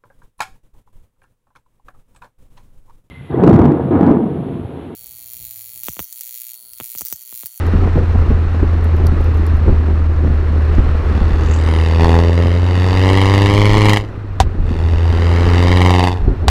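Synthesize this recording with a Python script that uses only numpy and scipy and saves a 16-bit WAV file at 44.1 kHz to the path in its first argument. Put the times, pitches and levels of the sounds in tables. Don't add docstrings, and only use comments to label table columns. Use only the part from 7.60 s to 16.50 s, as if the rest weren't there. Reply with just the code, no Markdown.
import sys
import numpy as np
from scipy import signal
from scipy.io import wavfile
from scipy.ndimage import uniform_filter1d, map_coordinates

SR = 44100
rng = np.random.default_rng(int(sys.argv[2]) if len(sys.argv) > 2 else 0)


def field_ratio(decibels):
    return 10 ** (np.asarray(decibels, dtype=float) / 20)


def log_audio(samples):
    frames = np.atleast_2d(samples).T
    limited = np.clip(frames, -1, 1)
    pcm = np.round(limited * 32767).astype(np.int16)
    wavfile.write(sys.argv[1], SR, pcm)


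N = 392481


def rms_one(x):
    return x / np.sqrt(np.mean(x ** 2) + 1e-20)


def in_time(rows):
    time_s, *columns = np.transpose(rows)
    return [np.interp(np.arange(N) / SR, time_s, column) for column in columns]


def drift(rate_hz):
    pole = np.exp(-80 * np.pi * rate_hz / SR)
    white = rng.standard_normal(N // 40 + 2002)
    slow = signal.lfilter([1], [1, -2 * pole, pole * pole], white)[2000:]
    return np.interp(np.arange(N) / 40, np.arange(len(slow)), rms_one(slow))


def ring(clicks, hz, t60_s):
    r, w = field_ratio(-60 / (t60_s * SR)), 2 * np.pi * hz / SR
    return signal.lfilter([0, np.sin(w)], [1, -2 * r * np.cos(w), r * r], clicks + 1e-18)


def fade(clicks, t60_s):
    return signal.lfilter([1], [1, -field_ratio(-60 / (t60_s * SR))], clicks + 1e-18)


def band(x, low_hz, high_hz):
    return signal.sosfilt(signal.butter(2, [low_hz, high_hz], "band", fs=SR, output="sos"), x)


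def clicks_at(seconds, sizes):
    out = np.zeros(N)
    out[(np.asarray(seconds) * SR).astype(int)] = sizes
    return out


def coloured(spectrum, shared_db, own_db, rate_hz):
    hz, level_db = np.transpose(spectrum)
    edges_hz = hz[0] * 2 ** np.arange(0, np.log2(hz[-1] / hz[0]) + .1, .5)
    together, white = drift(rate_hz), rng.standard_normal((2, N))
    out = 0
    for k, (low, high) in enumerate(zip(edges_hz, edges_hz[1:])):
        centre_db = np.interp(np.log(low * high) / 2, np.log(hz), level_db)
        flicker_db = shared_db * together + own_db * drift(rate_hz)
        out = out + field_ratio(centre_db + flicker_db) * band(white[k % 2], low, high)
    return rms_one(out)


def air():
    # (time [s], wind [dB], tyres [dB])
    air_levels = [(0, -18.5, -38.5), (.8, -23, -41), (1.9, -22.5, -40), (2.5, -23, -43), (3.2, -21, -38.5),
                  (4.0, -24, -39), (4.7, -30, -42), (5.3, -25.5, -38.5), (6.3, -31.5, -47.5),
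                  (6.7, -31, -49), (7.2, -27.5, -45), (7.9, -25, -33.5), (8.35, -34.5, -44.5),
                  (8.9, -28, -47)]
    # (time [s], peak [dB], width [s])
    gust_events = [(.24, -19, 0.028), (0.588, -17, 0.041), (0.711, -14.5, .06), (1.031, -12.5, 0.013),
                   (1.33, -36.5, 0.017), (1.46, -14.5, 0.063), (1.601, -23, 0.032), (1.95, -21, .05),
                   (2.099, -2.5, 0.023), (2.541, -23.5, 0.019), (2.67, -11.5, 0.014), (3.079, -38, 0.015),
                   (3.22, -16.5, 0.043), (3.619, -17, 0.057), (3.74, -23, 0.14), (4.44, -15, 0.04),
                   (5.701, -23, 0.045), (5.93, -16, 0.064), (6.17, -16.5, 0.047), (6.87, -18, 0.036),
                   (7.099, -18.5, 0.072), (7.33, -13.5, 0.022), (7.52, -19, 0.015), (7.869, -17, 0.018),
                   (8.1, -14.5, 0.015), (8.68, -9.5, 0.04), (8.87, -9, .03)]
    # (frequency [Hz], density [dB per Hz])
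    buffet_spectrum = [(15, -18.5), (25, 6), (50, 3), (70, 2.5), (110, -6), (200, -48)]
    # (frequency [Hz], density [dB per Hz])
    flutter_spectrum = [(70, -21.5), (120, -6), (270, -7), (400, -10.5), (600, -31.5), (900, 6.5)]
    # (frequency [Hz], density [dB per Hz])
    tyre_spectrum = [(350, 15), (600, 2), (840, 3), (1220, 4.5), (2000, -3.5), (3300, -14.5), (4350, -20),
                     (6000, -28.5), (9000, -36.5), (15000, -40.5)]
    calm_db, flutter_db, flutter_follows, flutter_gust_db = -24, -34.5, 0.78, -20.5
    wind_db, tyre_db = in_time(air_levels)
    t = np.arange(N) / SR
    gusts = sum(field_ratio(peak_db) * np.exp(-abs(t - s) / width_s) for s, peak_db, width_s in gust_events)
    buffet = (field_ratio(wind_db + 2) + gusts) * coloured(buffet_spectrum, shared_db=2.0, own_db=1.0, rate_hz=42)
    flutter_gain = field_ratio(flutter_db + flutter_follows * (wind_db - calm_db)) + field_ratio(flutter_gust_db) * gusts
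    flutter = field_ratio(6) * flutter_gain * coloured(flutter_spectrum, shared_db=3.5, own_db=2.0, rate_hz=57)
    tread = field_ratio(tyre_db - 17) * rms_one(ring(rng.standard_normal(N), hz=4270, t60_s=0.0087))
    roar = field_ratio(tyre_db + 9) * coloured(tyre_spectrum, shared_db=1.0, own_db=0.46, rate_hz=53)
    return buffet + flutter + tread + roar


def slaps():
    # (time [s], peak [dB], pitch [Hz], low push [dB])
    slap_events = [(0.136, 0, 202, -5.5), (0.256, -1, 148, -30), (0.357, 5.5, 174, -10),
                   (0.374, -4, 465, -2), (0.395, 0.5, 156, -26), (0.704, 1.5, 166, -10),
                   (1.029, 0, 300, -22), (1.399, -8, 294, -17), (1.449, -10, 396.7, -12),
                   (1.524, -2, 191, -15), (1.591, -6, 174, -28.5), (2.081, -17, 147, -18),
                   (2.08, -4.5, 346, -21), (6.165, -5, 300, -24), (2.306, -10, 258, -28),
                   (2.647, 0.5, 235, -10.5), (2.701, -2.5, 191.7, -17), (2.908, -11, 152, -33),
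                   (3.183, 1, 242, 0.5), (3.285, -12, 150, -16), (5.948, -7.5, 219, -24),
                   (3.613, -5, 210, -12), (3.704, -15, 239, -26), (4.427, -28, 186.9, -25),
                   (4.847, -1.5, 180, -22), (6.988, -3, 150.5, -4.5), (7.108, -8, 229.5, -21),
                   (8.679, -4.5, 168, -7), (8.83, -3, 151, -19)]
    out = np.zeros(N)
    for s, peak_db, hz, push_db in slap_events:
        start = int(s * SR)
        hit = np.eye(1, 4000)[0]
        ragged = 0.058 * fade(hit, 0.13) * rng.standard_normal(4000)
        burst = field_ratio(peak_db - 2.0) * ring(hit + ragged, hz, 0.015)
        push = field_ratio(push_db) * ring(hit, 35, 0.14)
        out[start:start + 4000] += (burst + push)[:N - start]
    return band(out, 5.3, 1700)


def grit():
    # (time [s], peak [dB], low part [dB])
    grit_events = [(0.0667, -33, -7), (0.55, -47, -9), (1.243, -32, -22), (1.3658, -38, -7),
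                   (1.468, -18.5, -9), (1.6122, -35, -17), (1.6432, -34.5, -7), (1.745, -42, -7),
                   (1.773, -37, -9), (1.866, -26, -17), (1.9694, -36, -14), (3.062, -53, -12),
                   (3.1512, -42, 2)]
    s, peak_db, low_db = np.transpose(grit_events)
    noise = rng.standard_normal(N)
    bright = band(fade(clicks_at(s, field_ratio(peak_db)), 0.011) * noise, 5500, 15500)
    low = band(fade(clicks_at(s, field_ratio(peak_db + low_db)), 0.016) * noise, 4000, 7300)
    return 0.7 * bright + 2.1 * low


def backfires():
    # (time [s], peak [dB], brightness [dB], pipe ring t60 [s])
    bang_events = [
        (6.802, -5, 0, .045),
        (8.882, -5, 2, .016),
    ]
    out = np.zeros(N)
    for s, peak_db, bright_db, t60_s in bang_events:
        bang, noise = clicks_at([s], field_ratio(peak_db)), rng.standard_normal(N)
        crackle = .6 * band(fade(bang, .03) * noise, 2500, 5500)
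        shock = field_ratio(bright_db) * (3 * ring(bang, 3800, .0025) + crackle)
        pipe_ring = 2.0 * ring(-bang, 770, t60_s) + ring(-bang, 950, t60_s) + .4 * ring(bang, 400, t60_s)
        hiss = .95 * band(fade(bang, .075) * noise, 300, 3200)
        hiss += .06 * band(fade(bang, .06) * noise[::-1], 4500, 14000)
        recoil = clicks_at([s + .006], field_ratio(peak_db))
        swing = 1.2 * ring(bang, 70, .1) - 1.3 * ring(recoil, 62, .07)
        out += shock + pipe_ring + hiss + swing
    return out


def whistle(at_s):
    # (time [s], pitch [Hz], level [dB])
    spool = [
        (3.7, 6100, -76),
        (3.85, 6500, -56),
        (3.95, 6950, -48),
        (4.03, 7900, -60),
        (4.1, 9200, -61),
        (4.3, 9700, -68),
        (4.45, 10000, -120),
    ]
    hz, level_db = in_time(spool)
    sizes = field_ratio(1.8 * rng.standard_normal(len(at_s)))
    puffs = uniform_filter1d(fade(clicks_at(at_s, sizes), 0.07), size=150)
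    breath = rms_one(band(rng.standard_normal(N), 20, 700))
    return 6.3 * field_ratio(level_db) * puffs * breath * np.sin(2 * np.pi * np.cumsum(hz) / SR)


def exhaust_boom(turns):
    # (time [s], level [dB])
    boom_levels = [(0, -16), (.22, -13.5), (.7, -15), (1.28, -12), (2.0, -12.5), (2.46, -13), (3.15, -12),
                   (3.38, -15), (4.45, -10.5), (4.9, -12), (6.31, -13.5), (6.48, -30.5), (6.8, -21.5),
                   (6.95, -23), (7.3, -12), (8.3, -11), (8.7, -24.5), (8.9, -27.5)]
    swing = np.sin(2 * np.pi * turns) + field_ratio(-22.5) * np.sin(np.pi * turns)
    level_db = in_time(boom_levels)[0] + 0.35 * drift(32)
    return np.sqrt(2) * field_ratio(level_db) * swing


def firing_strengths(at_s):
    cylinder_db = [
        [2.4, -1.2, .7, -2],
        [0, -1.5, -2.2, 4.2],
        [5, -1, -5.5, 1.5],
    ]
    # (time [s], row of the cylinder table)
    throttle = [(4.3, 0), (4.45, 1), (4.85, 1), (5, 0), (5.4, 0), (5.55, 1), (6.1, 1), (6.23, 2), (6.6, 2),
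                (7.0, 0), (7.8, 0), (7.81, 0), (8.15, 2)]
    # (time [s], extra [dB])
    hard_firings = [(4.426, 0), (6.257, 4.5), (6.267, -1.5), (6.286, 3), (6.296, 7.5), (6.324, -2.5),
                    (6.334, 7), (6.363, 5.5), (6.372, 9), (8.35, -2.5), (8.394, 1.5), (8.439, 4),
                    (8.472, 4), (8.517, 3)]
    place = [np.interp(at_s, *np.transpose(throttle)), np.arange(len(at_s)) % 4]
    strength_db = map_coordinates(np.array(cylinder_db, float), place, order=1)
    strength_db = strength_db + 0.94 * rng.standard_normal(len(at_s))
    edge_db = .9 * strength_db
    for s, extra_db in hard_firings:
        nearest = np.argmin(abs(at_s - s))
        edge_db[nearest] += 1.7 * extra_db
        strength_db[nearest] += extra_db
    return strength_db, edge_db


def pipe(at_s, strength_db, modes, scatter_db, puff, tail, soft_hz):
    out = np.zeros(N)
    for hz, level_db, t60_s in modes:
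        scatter = scatter_db * rng.standard_normal(len(at_s))
        clicks = clicks_at(at_s, field_ratio(strength_db + level_db + scatter))
        gas = puff * fade(clicks, .008) + tail * fade(clicks, .08)
        gas = uniform_filter1d(gas, size=30, origin=14)
        out += ring(gas * rng.standard_normal(N) - clicks, hz, t60_s)
    return rms_one(signal.sosfilt(signal.butter(2, soft_hz, fs=SR, output="sos"), out))


def surges():
    # (time [s], length [s], bark [dB], rasp [dB], crack [dB])
    spells = [
        (4.42, 0.18, 10.5, 12.5, 5),
        (4.635, 0.34, 6.5, -2.5, 1.4),
        (6.268, 0.071, 4.7, 4.5, 5.5),
        (8.205, 0.51, 1.5, 9, 2.5),
    ]
    edge_s = .035
    t = np.arange(N) / SR
    total_db = 0
    for s, length_s, *extra_db in spells:
        shape = np.interp(t, [s - edge_s, s, s + length_s, s + length_s + edge_s], [0, 1, 1, 0])
        total_db = total_db + np.outer(extra_db, shape)
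    return total_db


def load_levels():
    # (time [s], level [dB])
    load_curve = [(3.35, -73.5), (3.5, -42.5), (4.0, -35.5), (4.1, -31.5), (4.4, -30.5), (4.68, -33.5),
                  (5.0, -35.5), (5.5, -24), (6.23, -23.5), (6.37, -30.5), (6.45, -46.5), (6.6, -81.5),
                  (6.95, -70), (7.1, -41), (8.1, -25), (8.46, -26.5), (8.54, -40), (8.65, -63)]
    full_load_db = -24
    load_db = in_time(load_curve)[0] - full_load_db
    follow_db = [-17 + 0.87 * load_db, -30 + 0.68 * load_db, full_load_db + load_db]
    bark_db, rasp_db, crack_db = uniform_filter1d(follow_db + surges(), size=1500)
    hot_db = -29 + 1.42 * (crack_db - full_load_db)
    return bark_db, rasp_db, crack_db, hot_db


def off_road(x):
    # (time [s], lag [ms])
    echo_lags = [(3.5, 1.125), (3.8, 1.1), (4.12, 1.01), (4.45, 1.125), (4.9, 1.015), (5.25, 1.095),
                 (5.58, .99), (5.8, 1.065), (6.0, .94), (6.3, .995), (7.2, 1.11), (7.8, 1.0), (7.97, 1.065),
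                 (8.22, 1.0), (8.55, 1.11), (8.88, 1.16)]
    read = np.arange(N) - in_time(echo_lags)[0] * SR / 1000
    dull = signal.sosfiltfilt(signal.butter(2, 5500, fs=SR, output="sos"), x)
    return x + field_ratio(-2) * map_coordinates(dull, [read], order=3)


def engine():
    # (time [s], firing rate [Hz])
    speed = [(0.0, 85.68), (1.4, 80.92), (2.35, 77.55), (2.45, 78.62), (2.8, 76.73), (3.5, 76.48),
             (4.25, 80.89), (4.95, 87.25), (5.2, 90.49), (5.75, 98.32), (6.2, 105.59), (6.45, 103.03),
             (6.6, 101.94), (7.05, 81.28), (7.75, 85.55), (8.2, 90.01), (8.75, 89.75), (8.9, 84.0)]
    # (frequency [Hz], level [dB], t60 [s])
    bark_modes = [(180, -10.5, 0.1), (300, -6.5, 0.06), (440, 14, 0.008)]
    # (frequency [Hz], level [dB], t60 [s])
    rasp_modes = [(825, 22.5, 0.0061)]
    # (frequency [Hz], level [dB], t60 [s])
    crack_modes = [(2180, 5.5, 0.0025), (3210, -0.5, 0.0026), (4570, -6, 0.0035)]
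    # (frequency [Hz], level [dB], t60 [s])
    sizzle_modes = [(6700, 3, 0.0011), (9100, -5, 0.0012), (13000, -11, .0012)]
    hot_modes = [(1040, 0, 0.0062)]
    firing_hz, = in_time(speed)
    turns = .41 + np.cumsum(firing_hz) / SR
    lead = .125 + .012 * np.maximum(firing_hz - 92, 0)
    at_s = np.nonzero(np.diff(np.floor(turns + lead)))[0] / SR
    jittered_s = np.clip(at_s + 1.2e-4 * rng.standard_normal(len(at_s)), 0, at_s[-1])
    strength_db, edge_db = firing_strengths(at_s)

    bark = pipe(at_s, .1 * strength_db, bark_modes, scatter_db=2.2, puff=.005, tail=.012, soft_hz=1500)
    rasp = pipe(jittered_s, .7 * strength_db, rasp_modes, scatter_db=1, puff=.035, tail=.009, soft_hz=1800)
    hot = pipe(jittered_s, .8 * strength_db, hot_modes, scatter_db=1.2, puff=.045, tail=.012, soft_hz=1800)
    crack = pipe(jittered_s, strength_db, crack_modes, scatter_db=1.2, puff=.11, tail=.022, soft_hz=6000)
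    sizzle = pipe(jittered_s, edge_db, sizzle_modes, scatter_db=2, puff=5, tail=2.2, soft_hz=15000)

    bark_db, rasp_db, crack_db, hot_db = load_levels()
    deep = exhaust_boom(turns) + field_ratio(bark_db) * bark
    sharp = whistle(at_s[::2]) + field_ratio(hot_db) * hot
    sharp += field_ratio(rasp_db) * rasp + field_ratio(crack_db) * crack
    sharp += field_ratio(0.84 * crack_db - 24) * sizzle
    return deep + off_road(sharp)


def scene():
    return (air() + slaps() + grit() + backfires() + engine())[None]


def top_cut(x):
    return signal.sosfilt(signal.butter(12, 16310, fs=SR, output="sos"), x)


def record(dry):
    low_pass = signal.cheby2(10, 50, 16000, fs=SR, output="sos")
    clipped = signal.sosfilt(low_pass, np.clip(dry, -1, 1))
    return top_cut(np.clip(clipped - clipped.mean(), -1, 1))


dry = scene()
out = record(dry)
log_audio(out)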